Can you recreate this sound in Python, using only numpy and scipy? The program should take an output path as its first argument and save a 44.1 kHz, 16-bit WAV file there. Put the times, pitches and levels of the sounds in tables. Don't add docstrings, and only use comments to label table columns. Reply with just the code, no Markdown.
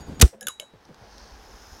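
import sys
import numpy as np
from scipy import signal
from scipy.fft import rfft, irfft
from scipy.io import wavfile
from scipy.ndimage import uniform_filter1d, minimum_filter1d

SR = 44100
rng = np.random.default_rng(int(sys.argv[2]) if len(sys.argv) > 2 else 0)


def wav_record(signal):
    frames = np.transpose(np.atleast_2d(signal))
    bounded = np.clip(frames, -1, 1)
    quanta = np.round(bounded * 32767).astype(np.int16)
    wavfile.write(sys.argv[1], SR, quanta)


N = 79380


def amp(db):
    return 10 ** (np.asarray(db) / 20)


def since(start_s):
    return np.maximum(np.arange(N) / SR - start_s, 0)


def fade(age_s, t60_s):
    return np.exp(-np.log(1000) * age_s / t60_s)


def envelope(start_s, attack_s, hold_s, t60_s):
    return np.minimum(since(start_s) / attack_s, 1) * fade(since(start_s + hold_s), t60_s)


def curve(points):
    return amp(np.interp(since(0), *np.array(points).T))


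def noise(colour):
    hz, db = np.array(colour).T
    bins_hz = np.maximum(np.arange(N // 2 + 1) * SR / N, 1)
    shape = amp(np.interp(np.log(bins_hz), np.log(hz), db))
    shaped = irfft(rfft(rng.standard_normal(N)) * shape, N)
    return shaped / shaped.std()


def tone(pitch_hz, start_s):
    return np.sin(2 * np.pi * np.cumsum(pitch_hz * (since(start_s) > 0)) / SR)


def ring(modes, start_s, scatter_db, detune):
    age_s = since(start_s)
    out = np.zeros(N)
    for hz, db, t60_s in modes:
        level_draw, pitch_draw, phase = rng.standard_normal(3)
        cycles = hz * (1 + detune * pitch_draw) * age_s + phase
        out += amp(db + scatter_db * level_draw) * fade(age_s, t60_s) * np.sin(2 * np.pi * cycles)
    return out


def background():
    # freq_hz, gain_db
    room_colour = [(20, -9), (48, 0), (75, 1.5), (140, -7.5), (220, -1), (320, -5.5), (450, -0.5),
                   (600, -5), (820, 0), (1200, -6), (1600, -5.5), (2300, -14), (3600, -15), (6000, -26),
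                   (9000, -29.5), (16000, -35.5)]
    # freq_hz, gain_db
    rumble_colour = [(20, -20), (47, 1), (75, -11.5), (140, -26.5), (600, -62)]
    # time_s, level_db
    rumble_levels = [(.85, -67), (1.1, -55.5), (1.22, -53), (1.3, -51.5), (1.39, -50), (1.44, -62.5),
                     (1.5, -48), (1.69, -59), (1.73, -39.5), (1.8, -66)]
    return amp(-51) * noise(room_colour) + noise(rumble_colour) * curve(rumble_levels)


def fizz():
    # time_s, level_db
    foam_levels = [(.7, -75.5), (.86, -62), (.92, -68), (1.05, -58), (1.2, -55), (1.32, -57), (1.42, -67),
                   (1.8, -65.5)]
    # freq_hz, gain_db
    foam_colour = [(1000, -12.5), (3000, -19), (4300, 3), (5100, 4.5), (6300, 1.5), (7300, -20.5),
                   (9700, -16), (10500, -29), (12500, -22), (16000, -33.5)]
    # time_s, level_db
    settled_levels = [(1.1, -72), (1.3, -65.5), (1.45, -58.5), (1.65, -55.5), (1.8, -53.5)]
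    # freq_hz, gain_db
    settled_colour = [(1000, -10), (3000, -16.5), (4700, -11), (5150, -1), (5700, -4.5), (6800, -5.5),
                      (7700, -26), (9200, -21.5), (9900, -15), (10500, -25), (12800, -17.5), (16000, -25)]
    # centre_hz, width_hz, gain_db
    neck_bands = [(5170, 260, 0), (9920, 350, -15)]
    grain = np.exp(.25 * noise([(200, -1), (1500, -9.5), (6000, -43.5)]))
    neck = np.zeros(N)
    for centre_hz, width_hz, gain_db in neck_bands:
        band = signal.butter(2, [centre_hz - width_hz / 2, centre_hz + width_hz / 2], "band", fs=SR)
        neck += amp(gain_db) * signal.lfilter(*band, rng.standard_normal(N))
    settled = noise(settled_colour) + amp(-6.5) * neck / neck.std()
    hiss = noise(foam_colour) * curve(foam_levels) + settled * curve(settled_levels)
    return hiss * grain / np.sqrt(np.mean(grain ** 2))


def snaps():
    # start_s, level_db
    bursts = [(.853, -43), (.9448, -42.5), (1.1815, -38.5)]
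    # freq_hz, gain_db
    colour = [(1000, -25), (2800, -14), (3800, -1), (5600, 2.5), (7500, -17), (11000, -19), (16000, -28)]
    return noise(colour) * sum(amp(db) * envelope(start_s, attack_s=.00024, hold_s=.00038, t60_s=.0061)
                               for start_s, db in bursts)


def swishes():
    # peak_s, length_s, level_db, centre_hz
    jostles = [(0.343, 0.043, -33.5, 635), (0.601, 0.013, -38, 520), (.626, 0.022, -43.5, 560),
               (0.879, .06, -51, 330), (1.042, 0.13, -50.5, 750)]
    # freq_ratio, gain_db
    skirt = [(.15, -27), (.5, 1), (1., 4), (2., -13), (5., -24), (20., -41)]
    out = np.zeros(N)
    for peak_s, length_s, level_db, centre_hz in jostles:
        progress = np.minimum(since(peak_s - length_s / 2) / length_s, 1)
        swell = np.sin(np.pi * progress) ** 2
        out += amp(level_db) * swell * noise([(centre_hz * ratio, db) for ratio, db in skirt])
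    return out


def bumps():
    # start_s, start_hz, end_hz, knock_db, rub_db
    touches = [(.449, 234, 90, -42, -47), (.735, 233, 92, -42, -47), (.889, 296, 130, -40, -43.5),
               (1.012, 131, 90.9, -44.5, -52)]
    # freq_hz, gain_db
    rub_colour = [(60, -2.5), (250, -3), (550, 2), (900, -22), (3000, -38), (12000, -49)]
    fall_s = .014
    out, rub = np.zeros(N), noise(rub_colour)
    for start_s, start_hz, end_hz, knock_db, rub_db in touches:
        pitch_hz = end_hz + (start_hz - end_hz) * np.exp(-since(start_s) / fall_s)
        bump = amp(knock_db) * tone(pitch_hz, start_s) + amp(rub_db) * rub
        out += bump * envelope(start_s, attack_s=.0021, hold_s=.019, t60_s=.11)
    return out


def press():
    # time_s, level_db
    rub_levels = [(0, -36), (.035, -44.5), (.065, -44.5), (.09, -37.5), (.128, -37), (.16, -45),
                  (.195, -42.5), (.212, -21), (.225, -29.5), (.26, -77.5)]
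    # freq_hz, gain_db
    rub_colour = [(25, -9.5), (60, 3.5), (220, -1.5), (400, -7.5), (800, -16.5), (1500, -32.5), (4000, -34),
                  (7000, -36.5), (15000, -55.5)]
    # time_s, level_db
    whistle_levels = [(0, -59), (.035, -55), (.075, -64.5), (.13, -75), (.165, -59), (.2, -61),
                      (.22, -91.5)]
    # start_s, level_db
    creak_events = [(.005, -49.5), (.067, -58), (.082, -53), (.144, -56)]
    # freq_hz, gain_db, t60_s
    creak_modes = [(4680, 0, .13), (3720, -10, .12), (8720, -10, .1), (9950, -11, .1), (11500, -16, .08),
                   (13850, -12, .1)]
    whistle_hz, creak_rise_s = 6735, .0016
    waver = 1 + .001 * noise([(60, -2), (600, -45), (4000, -82)])
    whistle = np.sqrt(2) * tone(whistle_hz * waver, 0) * curve(whistle_levels)
    creaks = np.zeros(N)
    for start_s, level_db in creak_events:
        onset = np.minimum(since(start_s) / creak_rise_s, 1)
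        creaks += amp(level_db) * ring(creak_modes, start_s, scatter_db=-.5, detune=.002) * onset
    return noise(rub_colour) * curve(rub_levels) + whistle + creaks


def ticks():
    # start_s, level_db, t60_s
    crackles = [(0.1961, -37.5, .025), (0.1994, -27.5, .01), (0.2778, -28, .015)]
    colour = [(300, -15.5), (2000, 0), (5500, .5), (9000, -4), (16000, -15)]
    return noise(colour) * sum(amp(db) * envelope(start_s, attack_s=.0005, hold_s=.0016, t60_s=t60_s)
                               for start_s, db, t60_s in crackles)


def gulps():
    # start_s, length_s, start_hz, end_hz, level_db
    pockets = [(0.325, 0.049, 515, 538, -30), (0.343, 0.077, 222, 215, -33), (0.371, 0.06, 530, 562, -35.5),
               (.409, 0.054, 1660, 1657, -26), (0.413, 0.06, 491.5, 582, -30.5),
               (.416, 0.035, 770, 720, -32.5), (.417, 0.084, 200.4, 228, -33),
               (0.47, 0.02, 1507, 1406, -15.5), (0.479, 0.0333, 1404, 940, -22),
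               (.47, .035, 528, 490, -29.5), (0.601, 0.015, 630, 560, -23), (0.623, 0.02, 637, 540, -27)]
    ramp_share, loss_db, roughness, waver_rms_hz = .15, 17, .29, 14.4
    out = np.zeros(N)
    for start_s, length_s, start_hz, end_hz, level_db in pockets:
        progress = np.minimum(since(start_s) / length_s, 1)
        ramps = np.clip(np.minimum(progress, 1 - progress) / ramp_share, 0, 1)
        flutter = 1 + roughness * noise([(120, -7.5), (400, -15), (3000, -60)])
        waver_hz = waver_rms_hz * noise([(80, 0), (600, -41), (4000, -80)])
        pitch_hz = start_hz + (end_hz - start_hz) * progress + waver_hz
        out += amp(level_db - loss_db * progress) * ramps * flutter * tone(pitch_hz, start_s)
    return out


def marble():
    # start_s, contact_db, cutoff_hz, knock_hz, knock_db, ring_db, tilt_db_per_octave
    clinks = [(0.4097, -21, 15000, 5280, -20.5, -41.5, 19), (0.428, -22.5, 12000, 6250, -33, -60, 0),
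              (0.4696, -8, 14100, 3516, -7.5, -31.5, 1), (.4835, -7, 14300, 2926, -12.5, -30, 4.5),
              (0.5984, -15, 10530, 3065, -12, -36, 6), (0.6227, -47, 9000, 2970, -30.5, -50, 2)]
    # freq_hz, gain_db, t60_s
    contact_modes = [(1637, -8, 0.03), (2200, -20.5, 0.09), (3000, 0.5, 0.01), (3280, -19, .02),
                     (5300, -15, 0.017), (6300, -3.5, 0.02), (7140, 3.5, 0.029), (9460, 2.5, .012),
                     (10100, -20, 0.0088), (11200, 7, 0.013), (12800, -17, 0.0097), (15570, -14, 0.0084)]
    # freq_hz, gain_db, t60_s
    glass_modes = [(1497, -7, .12), (3869, 0, .33), (3930, -11, .2), (6672, -7, .17), (6778, -2, .16),
                   (7280, -20, .14), (7854, -18, .2), (8720, -20, .11), (10200, -13, .15),
                   (10600, -20, .12)]
    # freq_hz, gain_db
    shimmer_colour = [(500, -6), (1450, 6), (2000, 0), (3100, -8), (5000, -9), (7000, 6), (8600, 0),
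                      (10800, -1), (12500, -12), (16000, -24)]
    rise_s, crack_hold_s = .00026, .0006
    crack = .594 * noise([(400, -5.5), (1500, -31), (2400, -17), (3300, 5.5), (4500, -3.5),
                          (7000, -10.5), (8300, -5.5), (10500, 3), (16000, -10)])
    out = np.zeros(N)
    for start_s, contact_db, cutoff_hz, knock_hz, knock_db, ring_db, tilt_db_per_octave in clinks:
        age_s = since(start_s)
        contact = .34 * ring(contact_modes, start_s, scatter_db=4.5, detune=.003)
        contact += crack * fade(since(start_s + crack_hold_s), t60_s=.01)
        contact = signal.sosfilt(signal.butter(3, cutoff_hz, fs=SR, output="sos"), contact)
        knock = amp(knock_db) * tone(knock_hz, start_s) * fade(age_s, t60_s=.015)
        tilted = [(hz, db + tilt_db_per_octave * np.log2(hz / 5000), t60_s)
                  for hz, db, t60_s in glass_modes]
        glass = amp(ring_db) * ring(tilted, start_s, scatter_db=4.5, detune=.00012)
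        shimmer = amp(contact_db - 26.5) * noise(shimmer_colour) * fade(age_s, t60_s=.2)
        out += (amp(contact_db) * contact + knock + glass + shimmer) * np.minimum(age_s / rise_s, 1)
    return out


def thump():
    # freq_hz, gain_db
    buffet_colour = [(30, -8.5), (120, -2.5), (430, -3), (600, -18.5), (1400, -21.5), (4000, -30),
                     (12000, -63.5)]
    start_s, start_hz, end_hz, fall_s = .225, 492, 60.4, .0029
    pitch_hz = end_hz + (start_hz - end_hz) * np.exp(-since(start_s) / fall_s)
    swing = tone(pitch_hz, start_s) * envelope(start_s, attack_s=.0043, hold_s=.024, t60_s=.046)
    buffet = noise(buffet_colour) * envelope(start_s, attack_s=.0005, hold_s=.00067, t60_s=.077)
    return amp(14) * swing + amp(5.5) * buffet


def pop():
    # freq_hz, gain_db
    burst_colour = [(100, -10.5), (550, -5), (1000, -18.5), (2000, -5), (3600, -5), (4900, -6.5),
                    (6600, -0.5), (7900, -5.5), (10900, -7.5), (16000, -17)]
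    # freq_hz, gain_db
    smack_colour = [(100, -1.5), (700, -6.5), (1400, 1), (3000, -4), (5000, -11), (9000, -19), (16000, -38)]
    # freq_hz, gain_db
    spray_colour = [(100, 1), (700, 4), (1100, -10.5), (1750, -1.5), (2600, -6), (4800, -4.5), (5700, 3.5),
                    (6600, -5), (8500, 1), (10000, -7.5), (16000, -17)]
    start_s, length_s, landing_s = .2124, .0095, .2243
    burst = noise(burst_colour) * envelope(start_s, attack_s=.003, hold_s=length_s, t60_s=.014)
    smack = noise(smack_colour) * envelope(landing_s, attack_s=.00049, hold_s=.0014, t60_s=.0074)
    spray = noise(spray_colour) * envelope(start_s, attack_s=length_s, hold_s=length_s, t60_s=.19)
    return amp(9.5) * burst + amp(6.5) * smack + amp(-12.5) * spray


def room(sound):
    # freq_hz, gain_db
    colour = [(40, -21), (200, -14.5), (600, -4), (1500, 1), (5000, -4.5), (9000, -8), (16000, -7)]
    tail = noise(colour) * envelope(start_s=.0014, attack_s=.0037, hold_s=.003, t60_s=.1)
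    tail /= np.sqrt(np.sum(tail ** 2))
    return amp(-17.5) * signal.fftconvolve(sound, tail)[:N]


def scene():
    gas = pop()
    clatter = marble() + gulps() + ticks()
    echo = room(amp(-16.5) * gas + clatter)
    direct = press() + gas + thump() + clatter + bumps() + swishes() + fizz() + snaps()
    return (direct + echo + background())[None]


def record(dry):
    overload_db, recover_db_per_s, top_hz = 16.5, 16, 15900
    clipped = amp(overload_db) * np.tanh(dry[0] / amp(overload_db))
    excess_db = np.maximum(20 * np.log10(np.abs(clipped) + 1e-9), 0)
    recovery_db = recover_db_per_s * since(0)
    duck_db = np.maximum.accumulate(excess_db + recovery_db) - recovery_db
    gain = uniform_filter1d(minimum_filter1d(amp(-duck_db), size=89), size=89)
    lowpass = signal.ellip(10, .2, 80, top_hz, fs=SR, output="sos")
    return signal.sosfilt(lowpass, clipped * gain)[None]


dry = scene()
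out = record(dry)
wav_record(out)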